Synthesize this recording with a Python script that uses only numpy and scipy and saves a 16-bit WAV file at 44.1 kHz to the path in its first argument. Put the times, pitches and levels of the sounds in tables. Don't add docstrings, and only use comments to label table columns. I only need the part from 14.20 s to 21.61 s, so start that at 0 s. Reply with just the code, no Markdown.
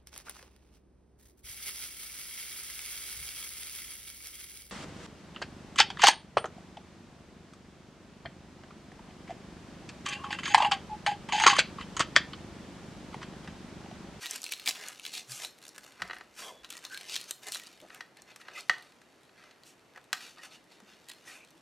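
import sys
import numpy as np
from scipy import signal
from scipy.fft import rfft, irfft, next_fast_len
from scipy.io import wavfile
from scipy.ndimage import uniform_filter1d

SR = 44100
rng = np.random.default_rng(int(sys.argv[2]) if len(sys.argv) > 2 else 0)


def store_pcm(level_fs):
    pcm = np.round(np.clip(level_fs, -1, 1) * 32767).astype(np.int16)
    wavfile.write(sys.argv[1], SR, np.atleast_2d(pcm).T)


N = 326781

# f/Hz, relative density/dB per Hz
RUB_COLOUR = [(100, -21), (280, -0.5), (600, -1), (1200, 6), (2000, 4), (2500, -4), (4000, -46)]
# f/Hz, relative density/dB per Hz
FIZZ_COLOUR = [(4000, -33), (5600, 3), (6700, 3), (8500, 0), (11000, -4.5), (13500, -9.5), (16000, -31.5)]


def gain_of(db):
    return 10 ** (np.asarray(db) / 20)


def evened(x):
    return x / np.sqrt(np.mean(x ** 2) + 1e-20)


def struck(x, size):
    return x / np.sqrt(np.sum(x ** 2) / size + 1e-20)


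def blend(a, b, share):
    share = np.clip(share, 0, 1)
    return evened(np.sqrt(1 - share) * evened(a) + np.sqrt(share) * evened(b))


def read(points, hz):
    f, value = np.transpose(points)
    return np.interp(np.log(hz + 1), np.log(f + 1), value)


def add(mix, s, sound):
    part = mix[max(round(s * SR), 0):][:len(sound)]
    part += sound[:len(part)]


def coloured(x, points, ripple_db=0, size=2048):
    hz = np.fft.rfftfreq(size, 1 / SR)
    ripple = evened(uniform_filter1d(rng.standard_normal(len(hz)), size=7))
    log_gain = np.log(gain_of(read(points, hz) + ripple_db * ripple))
    both_sides = np.r_[log_gain, log_gain[-2:0:-1]]
    spectrum = np.exp(signal.hilbert(both_sides).conj())
    taps = np.fft.ifft(spectrum).real
    return signal.oaconvolve(x, taps[:size // 2])[:len(x)]


def resonate(x, hz, width_hz):
    turn = np.exp(2j * np.pi * np.cumsum(hz * np.ones(len(x))) / SR)
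    r = np.exp(-np.pi * width_hz / SR)
    slow = signal.lfilter([1 - r], [1, -r], x / turn + 1e-18)
    return 2 * (turn * slow).real


def hush():
    # f/Hz, relative density/dB per Hz
    colour = [(25, -28), (45, -17), (60, -8), (85, -10.5), (130, -2.5), (330, 0.5), (700, -3.5),
              (1300, -7.5), (2000, -9), (4000, -17.5), (7000, -22), (13000, -30.5), (16000, -52)]
    # f/Hz, correlation
    likeness = [(30, 0.36), (120, 0.86), (300, 0.77), (1000, 0.8), (4000, 0.64), (14000, 0.89)]
    level_db = -62.5
    size = next_fast_len(N)
    hz = np.fft.rfftfreq(size, 1 / SR)
    left, other = rfft(rng.standard_normal((2, size)))
    same = np.clip(read(likeness, hz), -1, 1)
    right = same * left + np.sqrt(1 - same ** 2) * other
    pair = np.array([left, right]) * gain_of(read(colour, hz))
    return gain_of(level_db) * evened(irfft(pair, size)[:, :N])


def handling():
    # start/s, length/s,
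    # crinkle/dB, swell over the stroke/dB, rub/dB re crinkle, fizz/dB re crinkle,
    # spread of slip sizes/dB (low slides, high crumples)
    strokes = [(0.023, 0.044, -43, -2, -6, -4.5, 1.5), (0.102, 0.059, -43, 1.5, -6.5, -3, 3.5),
               (0.228, 0.061, -50.5, -7, -10, 0, 9.5), (0.318, 0.013, -39.5, -4, -22, -4.5, 2),
               (0.463, 0.025, -37, 13, -8, 0, 6), (0.563, 0.13, -50.5, 5.5, 0, -3.5, 4),
               (0.832, 0.053, -48, 4, -11.5, -5, 4), (0.938, 0.052, -40.5, -1, -13, -4.5, 3),
               (1.108, 0.068, -47, -2.5, -6.5, 2.5, 2), (1.194, 0.053, -43.5, 6, -6, -2, 3),
               (1.426, 0.041, -57.5, 2, -2.5, -1, 6.5), (1.546, 0.034, -61, 13.5, 5, 3, 15),
               (1.636, 0.055, -61.5, -4, 3, 1, 5), (1.81, 0.17, -61.5, -6, 9, -9, 4),
               (2.192, 0.096, -48.5, -7.5, -4, -1, 2), (2.441, 0.007, -53.5, 4.5, 0, -8, 8.5),
               (2.511, 0.069, -55, -2, 0, -0.5, 9.5), (2.644, 0.028, -55, -8, 2, -0.5, 5),
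               (2.724, 0.042, -54, -6, -1.5, 0, 0.5), (2.887, 0.061, -40, 11.5, -15.5, -7.5, 2.5),
               (3.081, 0.014, -49.5, 6, -9, 0, -0.5), (3.233, 0.014, -52, -4, -1.5, -1.5, 2),
               (3.27, .022, -49.5, 0, 4, 2.5, 2.5), (3.328, 0.041, -44.5, -1.5, -19.5, 0, 4.5),
               (3.418, .05, -62, 14, -7, -7, 8.5), (3.676, 0.088, -63.5, 10, 6, -4, 2.5),
               (3.97, 0.032, -63, 0, 2, -12, 3.5), (4.076, 0.036, -58.5, 7, 0, -10.5, 3),
               (4.202, 0.012, -57.5, 5, 1.5, -5, 0.5), (4.264, 0.067, -59, 0, 4, -16, 3.5),
               (4.344, 0.048, -49, 10.5, -5.5, -7, 2.5), (5.184, 0.11, -63, -1, 3, -10.5, 2.5),
               (5.466, 0.048, -59, -6, -16, -1, 2), (5.744, 0.03, -68.5, 15, 12.5, -9, 10.5),
               (6.018, 0.081, -51, -6.5, -7.5, -6, 2.5), (6.176, 0.012, -56, 5, 5, -13, 2),
               (6.23, 0.025, -49, 2.5, -0.5, -5, 2), (6.315, 0.038, -53, 2, -5.5, -10, 1),
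               (6.517, 0.046, -60, -7, -7, -9, 3), (6.682, 0.061, -58.5, -1, -5, -11, 2.5),
               (6.889, 0.022, -52.5, 1, -6, -16, 7.5), (7.077, 0.096, -55, -7, -0.5, -2, 0)]
    # t/s, crinkle/dB
    rustle_points = [(0, -69), (.4, -53.5), (.53, -51), (.78, -57), (.91, -71.5), (1.05, -70), (1.39, -69),
                     (1.65, -63.5), (2.08, -69.5), (2.48, -67), (2.82, -52), (3.04, -54), (3.21, -71),
                     (3.4, -55.5), (3.9, -75), (4.65, -63.5), (4.8, -72), (5.9, -73), (6.0, -59),
                     (6.43, -74), (6.95, -63.5), (7.4, -70.5)]
    rustle_rub_db, rustle_fizz_db, rustle_spread_db = -6, -5.5, 4.5
    attack_s, attack_share = 0.012, 0.35
    release_s, release_share = 0.022, 0.543

    t = np.arange(N) / SR
    rustle = gain_of(np.interp(t, *np.transpose(rustle_points))) ** 2
    power = rustle * gain_of([[rustle_rub_db], [0], [rustle_fizz_db]]) ** 2
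    spread = rustle * rustle_spread_db
    for start, length, db, swell_db, rub_db, fizz_db, spread_db in strokes:
        attack = attack_s + attack_share * length
        release = release_s + release_share * length
        near = slice(*np.searchsorted(t, [start - 2 * attack, start + length + 2 * release]))
        age = t[near] - start
        fade = np.maximum(-age / attack, 0) + np.maximum((age - length) / release, 0)
        swell = swell_db * (np.clip(age / length, 0, 1) - 0.5)
        pull = gain_of(db + swell - 20 * fade) ** 2
        power[:, near] += pull * gain_of([[rub_db], [0], [fizz_db]]) ** 2
        spread[near] += pull * spread_db
    rub, crinkle, fizz = 10 * np.log10(power)
    return rub, crinkle, fizz, spread / power[1]


def sheet(slips, points, ripple_db, count=7, size=1500):
    shape = np.repeat(rng.integers(0, count, N // size + 1), size)[:N]
    return evened(sum(coloured(slips * (shape == k), points, ripple_db) for k in range(count)))


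def shell_ring(wing_db=0, tilt_db=0, linger_db=-29, linger_s=0.28, lowest_hz=260):
    # f/Hz, relative level/dB, t60/s
    shell_modes = [(340, -19, 0.047), (518, -16.5, 0.18), (727, -11.5, 0.14), (877, -3.5, 0.026),
                   (1185, -3.5, 0.083), (1294, -3.5, 0.074), (1508, 4.5, 0.03), (1696, -1.5, 0.029),
                   (2310, -29, 0.026), (2496, 4.5, 0.0077), (2900, -0.5, 0.029), (3290, 2.5, 0.013),
                   (3300, -2.5, 0.059), (3930, -4.5, 0.025), (4200, -4, 0.024), (4700, -3, 0.015),
                   (4780, -16, 0.031), (6030, -23, .02), (7030, -26, 0.02)]
    # f/Hz, relative level/dB, t60/s
    wing_modes = [(1843, 6, 0.03), (2020, 3, 0.016)]
    t = np.arange(SR // 4) / SR
    modes = list(shell_modes) + [(hz, db + wing_db, t60) for hz, db, t60 in wing_modes]
    linger = gain_of(linger_db - 60 * t / linger_s)
    ring = np.zeros(len(t))
    for k, (hz, db, t60) in enumerate(sorted(modes, key=lambda mode: mode[0])):
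        level = gain_of(db + tilt_db * np.log2(hz / wing_modes[0][0]))
        decay = gain_of(-60 * t / t60) + linger
        ring += (-1) ** k * level * np.cos(2 * np.pi * hz * t) * decay
    return signal.sosfilt(signal.butter(2, lowest_hz, "high", fs=SR, output="sos"), ring)


def peeling(rub, crinkle, fizz, spread_db, slips_per_s=11000, clumping=0.91):
    # f/Hz, relative density/dB per Hz
    crinkle_colour = [(1200, -27), (1900, -22.5), (2350, 5.5), (3200, 3.5), (4000, 4.5), (6000, -3),
                      (7200, -10.5), (11000, -51.5)]
    shell_share, flap_share = 0.031, 0.096
    rub_trim_db, crinkle_trim_db, fizz_trim_db = -1, -3, -2
    flap_mid_hz, flap_octaves_per_db, flap_width_hz = 3700, 0.13, 1400

    clumps = gain_of(clumping * spread_db * evened(uniform_filter1d(rng.standard_normal(N), size=130)))
    sizes = gain_of(spread_db * np.minimum(rng.exponential(1, N), 5)) * rng.choice([-1, 1], N)
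    slips = sizes * clumps * (rng.random(N) < slips_per_s / SR)
    slips /= np.sqrt(uniform_filter1d(slips ** 2, size=900) + 1e-6)

    ringing = signal.oaconvolve(slips, shell_ring())[:N]
    shell = blend(sheet(slips, RUB_COLOUR, ripple_db=5), ringing, shell_share)
    flap_hz = flap_mid_hz * 2 ** np.clip(flap_octaves_per_db * (fizz - rub), -1, 1)
    flap = resonate(np.roll(slips, 60), flap_hz, 2 * flap_width_hz)
    flap = resonate(flap, flap_hz, flap_width_hz)
    paper = blend(sheet(slips, crinkle_colour, ripple_db=3.2), flap, flap_share)
    glue = sheet(slips, FIZZ_COLOUR, ripple_db=2.5)
    return (gain_of(rub + rub_trim_db) * shell + gain_of(crinkle + crinkle_trim_db) * paper
            + gain_of(fizz + fizz_trim_db) * glue)


def lesser_creases(crinkle_db, spread_db, count=400):
    creases_per_s, crumpling_from_db = 14, 3.5
    level_db, level_scatter_db = 4.5, 2.5
    mid_hz, scatter_octaves = 3600, 0.22
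    edge_db, edge_scatter_db = -6, 6
    at, chance = rng.integers(0, N, count), rng.random(count)
    size, pitch, edge = rng.standard_normal((count, 3)).T
    rows = np.column_stack([at / SR,
                            crinkle_db[at] + level_db + level_scatter_db * size,
                            mid_hz * 2 ** (scatter_octaves * pitch),
                            edge_db + edge_scatter_db * edge])
    happens = chance < creases_per_s * N / SR / count
    return list(rows[happens & (spread_db[at] > crumpling_from_db)])


def snaps(rows, buckle_s=0.0016, scatter=0.34, width_hz=1300, trim_db=-2, push_db=-14, skin_db=-8):
    # f/Hz, relative level/dB, t60/s
    skin_modes = [(2290, 8, 0.05), (2615, 4.5, 0.03), (3390, -15, .08), (3960, -3, 0.071), (4230, -4, 0.19),
                  (4950, -1.5, 0.036), (6200, -6, 0.037), (8350, 1, 0.097)]
    out, t = np.zeros(N), np.arange(4400) / SR
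    skin = sum(gain_of(db - 60 * t / t60) * np.cos(2 * np.pi * hz * t) for hz, db, t60 in skin_modes)
    for s, db, hz, edge_db in rows:
        buckle = scatter * rng.standard_normal(len(t)) * np.exp(-t / buckle_s)
        buckle[0] += 1
        facet = np.diff(resonate(buckle, hz, 2 * width_hz), prepend=0)
        facet = resonate(facet, hz, width_hz)
        parts = [(0, facet),
                 (edge_db, coloured(buckle, FIZZ_COLOUR)),
                 (push_db, coloured(buckle, RUB_COLOUR)),
                 (skin_db, signal.fftconvolve(facet, skin)[:len(t)])]
        add(out, s, sum(gain_of(db + trim_db + part_db) * struck(part, size=200) for part_db, part in parts))
    return out


def squeaks():
    # start/s, end/s, start f/Hz, end f/Hz, width of each resonance/Hz, rms before taper/dB
    squeak_rows = [(0.575, 0.73, 1610, 1750, 500, -55), (2.189, 2.395, 524, 500, 384, -55),
                   (2.208, 2.333, 1050, 990, 190, -52), (2.214, 2.308, 3420, 3200, 260, -51.5),
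                   (2.244, 2.46, 3390, 3410, 90, -65.5), (2.694, 2.788, 1510, 1630, 150, -46.5),
                   (3.617, 3.661, 560, 500, 490, -54.5), (4.34, 4.404, 2500, 2580, 200, -48.5),
                   (4.349, 4.405, 2030, 2000, 180, -48), (4.371, 4.402, 1226, 1270, 150, -47.5),
                   (7.039, 7.273, 2360, 2480, 420, -58)]
    out = np.zeros(N)
    for start, end, from_hz, to_hz, width_hz, db in squeak_rows:
        count = max(int((end - start) * SR), 100)
        hz = np.linspace(from_hz, to_hz, count)
        tone = resonate(rng.standard_normal(count), hz, width_hz)
        tone = resonate(tone, hz, width_hz)
        add(out, start, gain_of(db) * evened(tone) * signal.windows.tukey(count, 0.5))
    return out


def bumps():
    # t/s, f/Hz, level/dB, length/s
    bump_rows = [(1.068, 127, -58, 0.092), (1.785, 58, -67, 0.15), (1.80, 115, -63.5, 0.054),
                 (1.81, 182, -57.5, 0.061), (2.382, 56, -74.5, 0.1), (3.621, 297, -59, 0.015),
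                 (3.648, 340, -71.5, 0.024), (4.493, 169, -57, 0.016), (5.925, 258, -61, 0.014),
                 (6.553, 310, -69, 0.039), (6.616, 215, -64.5, 0.032), (6.717, 215, -66, .03),
                 (7.341, 323, -66, 0.035)]
    out = np.zeros(N)
    for s, hz, db, length in bump_rows:
        t = np.arange(int(length * SR)) / SR
        add(out, s, gain_of(db) * evened(np.sin(2 * np.pi * hz * t) * np.hanning(len(t))))
    return out


def clicks(crack_s=0.0051, edge_s=0.0025, edge_db=-2, bounce_s=0.00306, bounce=0.15, grip_db=9, grip_s=0.0082):
    # t/s, level/dB, extra wing ring/dB, tilt of the ring/dB per octave, crack/dB re level
    click_rows = [(1.803, -49, 0, -5, -12), (1.8198, -31.5, 2, -1.5, -9), (1.898, -40, 2, -4, -26),
                  (1.9089, -38, 0, -1.5, -25), (1.932, -41.5, 2, -3, -11.5), (1.9656, -47.5, 1, -1.5, -11),
                  (2.0094, -45.5, -1, -3.5, -12.5), (3.1086, -47.5, 1, -1, -9),
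                  (3.356, -42.5, -2, -1.5, -2), (3.7027, -49.5, 1, 0.5, -27), (3.807, -40.5, 4.5, 2, -8.5),
                  (4.1605, -55.5, -5, -2, 1.5), (4.214, -54.5, -13, 6, -8), (4.2836, -44, -3, -3.5, -12),
                  (4.4958, -19, 6.5, -0.5, -13.5), (4.816, -60, -1, 0, -4), (5.093, -62.5, -5.5, 3, -19),
                  (5.238, -57, -3, -4, -6), (5.3105, -58.5, -3, 8, -6), (5.7604, -49.5, 12.5, -11, -12),
                  (5.774, -50.5, -7, -7, -9), (5.929, -28.5, -1, 0.5, -2.5), (6.602, -58, -3, -8, -4.5)]
    # f/Hz, relative density/dB per Hz
    crack_colour = [(100, -49), (600, -2), (2000, 6.5), (3500, 4), (6000, 2), (9000, -11), (12000, -28),
                    (16000, -26)]
    out = np.zeros(N)
    for s, db, wing_db, tilt_db, crack_db in click_rows:
        ring = shell_ring(wing_db, tilt_db)
        t = np.arange(len(ring)) / SR
        ring = ring * gain_of(grip_db * np.exp(-(t / grip_s) ** 2))
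        body = ring.copy()
        add(body, bounce_s, bounce * ring)
        crack = coloured(rng.standard_normal(len(t)) * np.exp(-t / crack_s), crack_colour)
        edge = coloured(rng.standard_normal(len(t)) * np.exp(-t / edge_s), FIZZ_COLOUR)
        parts = [(0, body), (crack_db, crack), (2 * crack_db + edge_db, edge)]
        add(out, s, sum(gain_of(db + part_db) * struck(part, size=440) for part_db, part in parts))
    return out


def room(x, apart=0.13, early_db=4, early_s=0.014):
    # f/Hz, t60/s
    decay = [(150, 0.86), (600, 0.49), (2000, 0.29), (5000, 0.41), (9000, 0.3), (15000, 0.53)]
    taps = rng.standard_normal((2, SR // 2)) * (rng.random((2, SR // 2)) < 0.1)
    taps[:, :130] = 0
    hz, t, z = signal.stft(taps, SR, nperseg=256)
    fade_db = -60 * t / read(decay, hz)[:, None] + early_db * np.exp(-t / early_s)
    mid, side = signal.istft(z * gain_of(fade_db), SR, nperseg=256)[1]
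    tail = np.array([mid + apart * side, mid - apart * side])
    return signal.fftconvolve(x[None], tail / np.linalg.norm(tail[0]), axes=1)[:, :N]


def shifting_room(x, turns_per_s=4.3, count=4):
    place = np.arange(N) / SR * turns_per_s * count
    return sum(room(x * np.sin(np.pi / 2 * np.minimum((place + k) % count, 2))) for k in range(count))


def scene(snap_room_db=-11, click_room_db=-9, peel_room_db=-11, balance_db=0.19, offset_samples=0.11):
    # t/s, level before trim/dB, f/Hz, sharp edge/dB re level
    loud_snaps = [(0.0586, -35, 3450, -10), (0.0659, -37, 3930, -14), (0.1101, -38, 5440, 8),
                  (0.1597, -38.5, 4170, 1.5), (0.2181, -47, 5270, 7), (0.241, -34, 4194, -1.5),
                  (0.2649, -37.5, 2240, -19), (0.2906, -43.5, 2500, -15), (0.3216, -31, 2600, -6),
                  (0.3261, -39, 2700, -18), (0.3361, -34, 3580, -10), (0.3973, -41, 3320, -14),
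                  (0.4596, -37, 3600, -16), (0.4672, -32.5, 2500, -16), (0.476, -23, 2900, -35),
                  (0.4908, -25, 3930, -17), (0.685, -45, 4215, 9.5), (0.797, -43, 2740, -6),
                  (0.8518, -36.5, 3220, -18), (0.8644, -36.5, 3360, -7), (0.9382, -39.5, 4330, -5),
                  (0.9791, -37, 4000, -16), (1.1195, -38, 4700, -3.5), (1.2477, -33.5, 3500, -13),
                  (1.481, -50.5, 5300, 3.5), (1.491, -46.5, 5420, -5), (1.5834, -49, 1670, -6),
                  (2.4462, -43.5, 3700, -28), (2.5033, -48.5, 3150, 9), (2.5059, -42.5, 3000, -1.5),
                  (2.5777, -46.5, 4700, -6.5), (2.651, -37, 4040, -34), (2.7454, -39, 3300, -23),
                  (2.7751, -38.5, 3170, -7), (2.896, -38.5, 3740, -20), (2.9427, -38, 4260, -8),
                  (2.956, -33.5, 3800, -21), (2.9635, -28, 3430, -32), (3.1092, -34.5, 3080, 5),
                  (3.2686, -46, 3400, 2), (3.2851, -41.5, 3900, 0), (3.3208, -34, 4400, -5),
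                  (3.3464, -33, 4100, -5.5), (3.7468, -49, 2500, -1), (4.02, -51.5, 5510, -5),
                  (4.4076, -46, 4630, 0), (5.4351, -53, 4000, -16), (6.9131, -52, 3520, -22)]
    rub, crinkle, fizz, spread = handling()
    peel = peeling(rub, crinkle, fizz, spread) + squeaks()
    knocks = clicks() + bumps()
    creases = snaps(list(loud_snaps) + lesser_creases(crinkle, spread))
    near = peel + creases + knocks
    lead = offset_samples * np.gradient(near)
    direct = np.array([near + lead, near - lead]) * gain_of([[balance_db], [-balance_db]])
    send = gain_of(snap_room_db) * creases + gain_of(click_room_db) * knocks + gain_of(peel_room_db) * peel
    return direct + shifting_room(send) + hush()


def record(dry):
    edge_hz = 15900
    taps = signal.firwin(511, edge_hz, window=("kaiser", 9), fs=SR)
    return signal.oaconvolve(dry, taps[None], "same")


dry = scene()
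out = record(dry)
store_pcm(out)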